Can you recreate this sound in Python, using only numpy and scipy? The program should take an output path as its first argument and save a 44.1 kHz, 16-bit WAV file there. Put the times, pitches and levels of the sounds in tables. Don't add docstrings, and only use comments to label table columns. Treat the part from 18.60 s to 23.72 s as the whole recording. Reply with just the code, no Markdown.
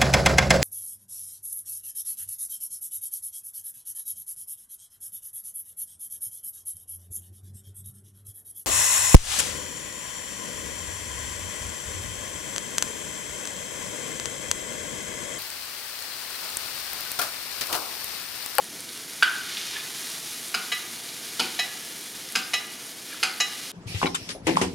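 import sys
import numpy as np
from scipy import signal
from scipy.fft import rfft, irfft, next_fast_len
from scipy.io import wavfile
from scipy.ndimage import uniform_filter1d

SR = 44100
rng = np.random.default_rng(int(sys.argv[2]) if len(sys.argv) > 2 else 0)


def pcm_store(signal):
    levels = np.round(np.clip(np.atleast_2d(signal), -1, 1) * 32767)
    wavfile.write(sys.argv[1], SR, levels.astype(np.int16).T)


def invert_db(x):
    u = np.asarray(x, float) / 20
    return 10 ** u


N = 225684

# (frequency [Hz], density [dB per Hz])
HOOD_SPECTRUM = [(12, -70), (20, -42), (53, -39), (72, -12.5), (133, -2), (242, 1), (301, 3), (498, -2.5),
                 (536, -1), (566, -9), (619, 0), (1100, -14.5), (1500, -13), (1950, -33), (3300, -120)]
# (frequency [Hz], density [dB per Hz])
FRY_SPECTRUM = [(700, -17), (1100, -3.5), (1300, -7), (2300, -3), (4000, -1), (6000, -1), (7200, -2),
                (8100, -5.5), (9200, 0.5), (11000, -1.5), (13500, -6), (16000, -14.5)]
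# (time [s], vigour of the boil [dB])
PAN_HEAT = [(0, 0), (.5, 0), (1.25, 1.5), (1.45, 4.5), (1.8, 1.5), (2.1, 2), (2.45, 0), (2.8, 2),
            (3.3, 0.5), (4.0, -0.5), (4.7, -1.5), (5.12, 0.5)]
# (time [s], hold [s], swell [dB], bubble pitch [Hz])
FAT_SURGES = [
    (0.67, 0.15, 3.5, 2900),
    (0.88, 0.25, 6, 3400),
    (.84, 0.29, 2.5, 3800),
    (1.65, 0.21, 1.5, 9500),
    (1.1, .06, 7, 1100),
    (1.34, 0.52, 0.5, 7200),
    (2.42, 0.48, 2, 4000),
    (4.47, 0.061, 6.5, 2000),
    (4.89, 0.14, 5, 4600),
]
# (time [s], peak level [dB], pitch [Hz])
FAT_SPITS = [(.0428, -20, 9800), (0.206, -14, 9600), (0.291, -23, 4320), (.922, -19, 4000),
             (.971, -15, 3320), (1.014, -18, 3500), (1.112, -23, 3200), (1.141, -25, 4500),
             (1.156, -21, 3500), (1.168, -18, 2980), (1.202, -20, 3700), (1.428, -21, 5500),
             (1.8838, -18, 7600), (2.0306, -24, 6000), (2.491, -25, 4060), (3.177, -24, 9500),
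             (3.19, -21, 10000), (3.268, -24, 10000), (3.412, -18, 10200), (3.673, -28, 3540),
             (3.689, -22, 6000), (3.7232, -14, 10000)]
# (time [s], peak level [dB], pitch [Hz], T60 [s])
SPOON_DRIPS = [
    (.968, -42, 2420, 0.066),
    (1.159, -28, 1700, 0.045),
    (1.164, -46, 1796, 0.033),
    (4.488, -39, 5500, .03),
    (4.523, -39, 2300, 0.032),
    (4.528, -33, 1650, 0.024),
    (4.542, -35, 1350, 0.023),
]
# (time [s], strength [dB], brightness [dB per octave], pitch the struck spot alters [Hz], by [dB])
GRATE_KNOCKS = [
    (.6248, -22.5, -0.5, 6500, -8.5),
]
BASE_KNOCKS = [
    (1.9421, -27.5, 0.3, 1400, 3.5),
    (2.7949, -22.5, -1, 1460, -7.5),
    (3.7529, -23, 0.26, 840, -4.5),
    (4.629, -23.5, 1, 930, 2.5),
]
RIM_KNOCKS = [
    (2.118, -25.5, -2.5, 650, -15),
    (2.9898, -24, -0.86, 1250, -4.5),
    (3.9342, -23, 0.43, 2920, 0),
    (4.801, -23.5, -1.8, 6300, 11.5),
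]
# (frequency [Hz], level [dB], T60 [s])
GRATE_MODES = [(1295, -5.5, 0.1), (1526, 6.5, 0.058), (1700, -14, .036), (1910, -3, 0.072),
               (2390, -4, 0.029), (2470, -14, 0.027), (2974, -1.5, 0.02), (2895, 4.5, 0.043),
               (3380, -4.5, 0.047), (3710, -9, 0.032), (4260, -13, .04), (4550, -3, 0.036),
               (5160, -9.5, 0.35), (7100, -11, 0.041), (9100, -15, .031)]
# (frequency [Hz], level [dB], T60 [s])
BASE_MODES = [(189.8, -22, 0.48), (237.4, -15.5, 0.18), (353, -10, 0.097), (477, -9, 0.024),
              (756, -11.5, 0.15), (896, -7, 0.059), (1234, -5.5, 0.071), (1465, 1.5, 0.067),
              (1884, -15, 0.048), (2104, -6, 0.041), (2520, -1, 0.011), (3060, -2.5, 0.016),
              (3310, -7, 0.043), (3960, -9, 0.21), (4380, -1, 0.034), (4960, -0.5, .08),
              (5200, -7.5, 0.059), (6380, -7.5, 0.13), (7160, -9, 0.03), (9480, -11.5, 0.034),
              (10440, -12.5, 0.024)]
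RIM_MODE_HZ = (470, 740, 800, 870, 1210, 1380, 1690, 1975, 2300, 2535, 2880, 3185, 3935, 4320, 4990, 5252,
               6050, 6706, 7114, 8750, 10450)
RIM_MODE_DB = (-20.5, -8.5, -8, -16.5, -6, -13.5, -2.5, -1, -7, -2, 3, -7.5, 0, -7.5, -9.5, -3.5, -6, -2.5,
               -4, -13, -4.5)
RIM_MODE_T60 = (.08, .07, .07, .06, .1, .06, .07, .1, .07, .09, .085, .14, .17, .1, .07, .13, .08, .1, .07,
                .04, .05)
# (frequency [Hz], gain [dB])
GRATE_GAIN = [(1300, -1), (1500, 2), (2800, -0.5), (5000, -2.5)]
# (frequency [Hz], gain [dB])
BASE_GAIN = [(250, -4.5), (800, -1.1), (2800, 0), (5500, -5)]
# (frequency [Hz], gain [dB])
RIM_GAIN = [(780, -0.1), (2900, -0.5), (6500, -4.5), (10400, -4)]
# (frequency [Hz], T60 [s])
KITCHEN_T60 = [(200, 0.59), (1000, 0.73), (3000, 0.56), (6000, 0.35), (12000, 0.053)]
# (frequency [Hz], side minus diffuse mid [dB])
STEREO_WIDTH = [(30, -3), (110, -17), (200, -23.5), (380, -16), (700, -5.5), (1300, -4.5), (2400, -7.5),
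                (3600, -9), (5000, -20.5), (8000, -16), (15000, -15)]
# (frequency [Hz], width [Hz], gain [dB])
EQUALISER_DIPS = [(584.5, 63, -26), (2658, 96, -55), (1066, 290, -6.5)]

SURGE_RISE_S, SURGE_FALL_S, SURGE_OCTAVES = 0.025, 0.077, 0.66
SLOSH_DB, SLOSH_HOLD_S, SLOSH_HZ = 3, 0.068, 2270
SPIT_CYCLES, SPIT_DB, HIGH_SPIT_DB = 8, 2.5, -2
PIVOT_HZ, SPOT_OCTAVES, SCATTER_DB = 2000, 0.25, 1.5
SWELL_CYCLES = 2.8
ONSET_S, CRACK_T60 = 0.0009, 0.018
RATTLE_DB, RATTLE_T60 = 9, 0.2
ECHO_S, ECHO_DB, ECHO_HZ = 0.0044, 1.5, 5500
SHADOW_HZ, SHADOW_DB = 5600, -8
SPOON_ROOM_DB, FRY_ROOM_DB, FRY_ECHO_DB = -6.5, -7, -6.5


def colour(x, table):
    hz, db = np.transpose(table)
    size = next_fast_len(x.shape[-1])
    f = np.maximum(np.arange(size // 2 + 1) * SR / size, 1)
    gain = invert_db(np.interp(np.log(f), np.log(hz), db))
    return irfft(rfft(x, size) * gain, size)[..., :x.shape[-1]]


def ring(x, hz, t60):
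    pole = np.exp(2j * np.pi * min(hz, SR / 2.2) / SR - np.log(1000) / (t60 * SR))
    return signal.lfilter([1], [1, -pole], x).imag


def unit(x):
    return x / np.sqrt(np.mean(x ** 2))


def walk(rate):
    hold = int(SR / rate)
    steps = np.repeat(rng.standard_normal(N // hold + 1), hold)
    return 0.46 * uniform_filter1d(steps, hold)[:N]


def bursts(rate, spread_db):
    chance = rng.random((2, N))
    hit = np.flatnonzero(chance[0] < rate / SR)
    size = np.minimum(-np.log(1 - chance[1, hit]), 5)
    out = np.zeros(N)
    out[hit] = invert_db(spread_db * size) * (-1) ** hit
    return unit(out)


def bell(hz, centre_hz, octaves):
    return np.exp(-0.5 * (np.log2(hz / centre_hz) / octaves) ** 2)


def hood():
    roar = colour(rng.standard_normal((2, N)), HOOD_SPECTRUM)
    return invert_db(-49.5 + 0.35 * walk(2.8)) * unit(roar)


def vigour(hz):
    t = np.arange(0, N + 200, 200) / SR
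    db = np.interp(t, *np.transpose(PAN_HEAT))
    knocks = [*GRATE_KNOCKS, *BASE_KNOCKS, *RIM_KNOCKS]
    sloshes = [(knock[0], SLOSH_HOLD_S, SLOSH_DB, SLOSH_HZ) for knock in knocks]
    for s, hold, swell_db, surge_hz in [*FAT_SURGES, *sloshes]:
        rise = np.clip((t - s) / SURGE_RISE_S, 0, 1)
        fall = np.exp(-np.maximum(t - s - SURGE_RISE_S - hold, 0) / SURGE_FALL_S)
        db = db + swell_db * bell(hz, surge_hz, SURGE_OCTAVES) * rise * fall
    return np.interp(np.arange(N) / SR, t, db)


def frying():
    cracks, seethe, out = bursts(1500, spread_db=2.3), walk(12), 0
    for hz in 700 * 2 ** np.arange(0, 4.6, 1 / 4):
        db = vigour(hz) + 0.81 * seethe + 1.7 * walk(25.2)
        clicks = bursts(0.6 * hz, spread_db=1.0) + 0.36 * cracks
        bubbles = unit(ring(invert_db(db) * clicks, hz, t60=6.1 / hz))
        out = out + np.sqrt(hz) * bubbles * np.sqrt(np.mean(invert_db(2 * db)))
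    return invert_db(-42.0) * unit(colour(out, FRY_SPECTRUM))


def spits():
    out, t = np.zeros(N + SR), np.arange(SR // 5) / SR
    pops = [(*row, SPIT_CYCLES / row[2], 0) for row in FAT_SPITS]
    drips = [(*row, 1.5) for row in SPOON_DRIPS]
    for s, db, hz, t60, rise in pops + drips:
        swell = np.minimum(t * 8.6 / t60, 1)
        decay = invert_db(db + SPIT_DB + HIGH_SPIT_DB * (hz > 7000) - 60 * t / t60)
        tone = np.sin(2 * np.pi * hz * (t + rise * t ** 2))
        out[int(s * SR):][:len(t)] += swell * decay * tone
    return out[:N]


def blows(hits, modes, reach, crack_db, rattle_db, rattle_t60):
    out, t = np.zeros(N + SR), np.arange(SR // 2) / SR
    hz, db, t60 = np.transpose(modes)[:, :, None]
    reach_hz, reach_db = np.transpose(reach)
    db = db + np.interp(np.log(hz), np.log(reach_hz), reach_db)
    for s, strength_db, bright_db, spot_hz, spot_db in hits:
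        chance = rng.standard_normal((2, len(modes), 1))
        tilt_db = bright_db * np.log2(hz / PIVOT_HZ)
        db_here = db + strength_db + tilt_db + spot_db * bell(hz, spot_hz, SPOT_OCTAVES)
        decay = invert_db(db_here + SCATTER_DB * chance[0] - 60 * t / t60)
        body = decay * np.sin(2 * np.pi * hz * (1 + 0.0011 * chance[1]) * t)
        body = body * np.minimum(t * hz / SWELL_CYCLES, 1)
        outline = [(hz.min() / 1.15, -60), *zip(hz.flat, db_here.flat), (hz.max() * 1.77, -60)]
        crowd = colour(rng.standard_normal(len(t)), outline)
        crack = invert_db(crack_db - 60 * t / CRACK_T60)
        rattle = invert_db(rattle_db - 60 * t / rattle_t60)
        onset = np.sin(np.pi / 2 * np.minimum(t / ONSET_S, 1)) ** 2
        out[int(s * SR):][:len(t)] += (body.sum(axis=0) + crowd * (crack + rattle)) * onset
    return out[:N]


def spoon_and_pan():
    rim_modes = list(zip(RIM_MODE_HZ, RIM_MODE_DB, RIM_MODE_T60))
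    grate = blows(GRATE_KNOCKS, GRATE_MODES, GRATE_GAIN, 24.0, RATTLE_DB, RATTLE_T60)
    base = blows(BASE_KNOCKS, BASE_MODES, BASE_GAIN, 18.5, RATTLE_DB, RATTLE_T60)
    rim = blows(RIM_KNOCKS, rim_modes, RIM_GAIN, crack_db=8.5, rattle_db=3.5, rattle_t60=0.1)
    return signal.sosfilt(signal.butter(2, 140, "high", fs=SR, output="sos"), grate + base + rim)


def dull(hz, above_db):
    gain = invert_db(2 * above_db)
    response = signal.firwin2(127, [0, hz / 1.2, hz * 1.2, SR / 2], [1, 1, gain, gain], fs=SR)
    return signal.minimum_phase(response)


def kitchen(x, direct, echo, echo_s, room_db):
    t = np.arange(SR // 2) / SR
    room_hz, room_t60 = np.transpose(KITCHEN_T60)
    tail = 0
    for hz in 125 * 2 ** np.arange(0, 7.1, 1):
        t60 = np.interp(np.log(hz), np.log(room_hz), room_t60)
        edges = (hz / np.sqrt(2), min(hz * np.sqrt(2), SR / 2.2))
        band = signal.butter(1, edges, "band", fs=SR, output="sos")
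        tail = tail + signal.sosfilt(band, rng.standard_normal((2, len(t)))) * invert_db(-60 * t / t60)
    tail = tail * np.clip((t - 0.002) / 0.012, 0, 1)
    tail = invert_db(room_db) * tail / np.sqrt(np.sum(tail ** 2, axis=1, keepdims=True))
    tail[0, int(echo_s * SR):][:len(echo)] += echo
    tail[0, :len(direct)] += direct
    return signal.fftconvolve(x[None], tail)[:, :N]


def scene():
    fan_mid, fan_side = hood()
    fat = frying() + spits()
    shadow = dull(SHADOW_HZ, SHADOW_DB)
    pan = kitchen(spoon_and_pan(), shadow, [invert_db(ECHO_DB)], ECHO_S, SPOON_ROOM_DB)
    pan[1] *= invert_db(-3.5)
    share = invert_db(16.5 * np.array([walk(40) for _ in range(4)]))
    share = share / np.sqrt(np.sum(share ** 2, axis=0))
    echo = invert_db(FRY_ECHO_DB) * dull(ECHO_HZ, -26)
    for spot, weight in enumerate(share):
        echo_s = ECHO_S + 0.00027 * (spot - 1.5)
        pan = pan + kitchen(weight * fat, [1], echo, echo_s, FRY_ROOM_DB)
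    mid, side = pan
    side = colour(invert_db(2.5) * side + fan_side, STEREO_WIDTH)
    return mid + fan_mid + np.array([side, -side])


def roll_off(x):
    return signal.sosfilt(signal.butter(12, 16360, fs=SR, output="sos"), x)


def record(dry):
    x = signal.sosfilt(signal.butter(2, 70, "high", fs=SR, output="sos"), dry)
    x = signal.sosfilt(signal.ellip(10, 0.3, 70, 15950, fs=SR, output="sos"), x)
    for hz, width_hz, db in EQUALISER_DIPS:
        peak = signal.lfilter(*signal.iirpeak(hz, hz / width_hz, SR), x)
        x = x - (1 - invert_db(db)) * peak
    return roll_off(x)


dry = scene()
out = record(dry)
pcm_store(out)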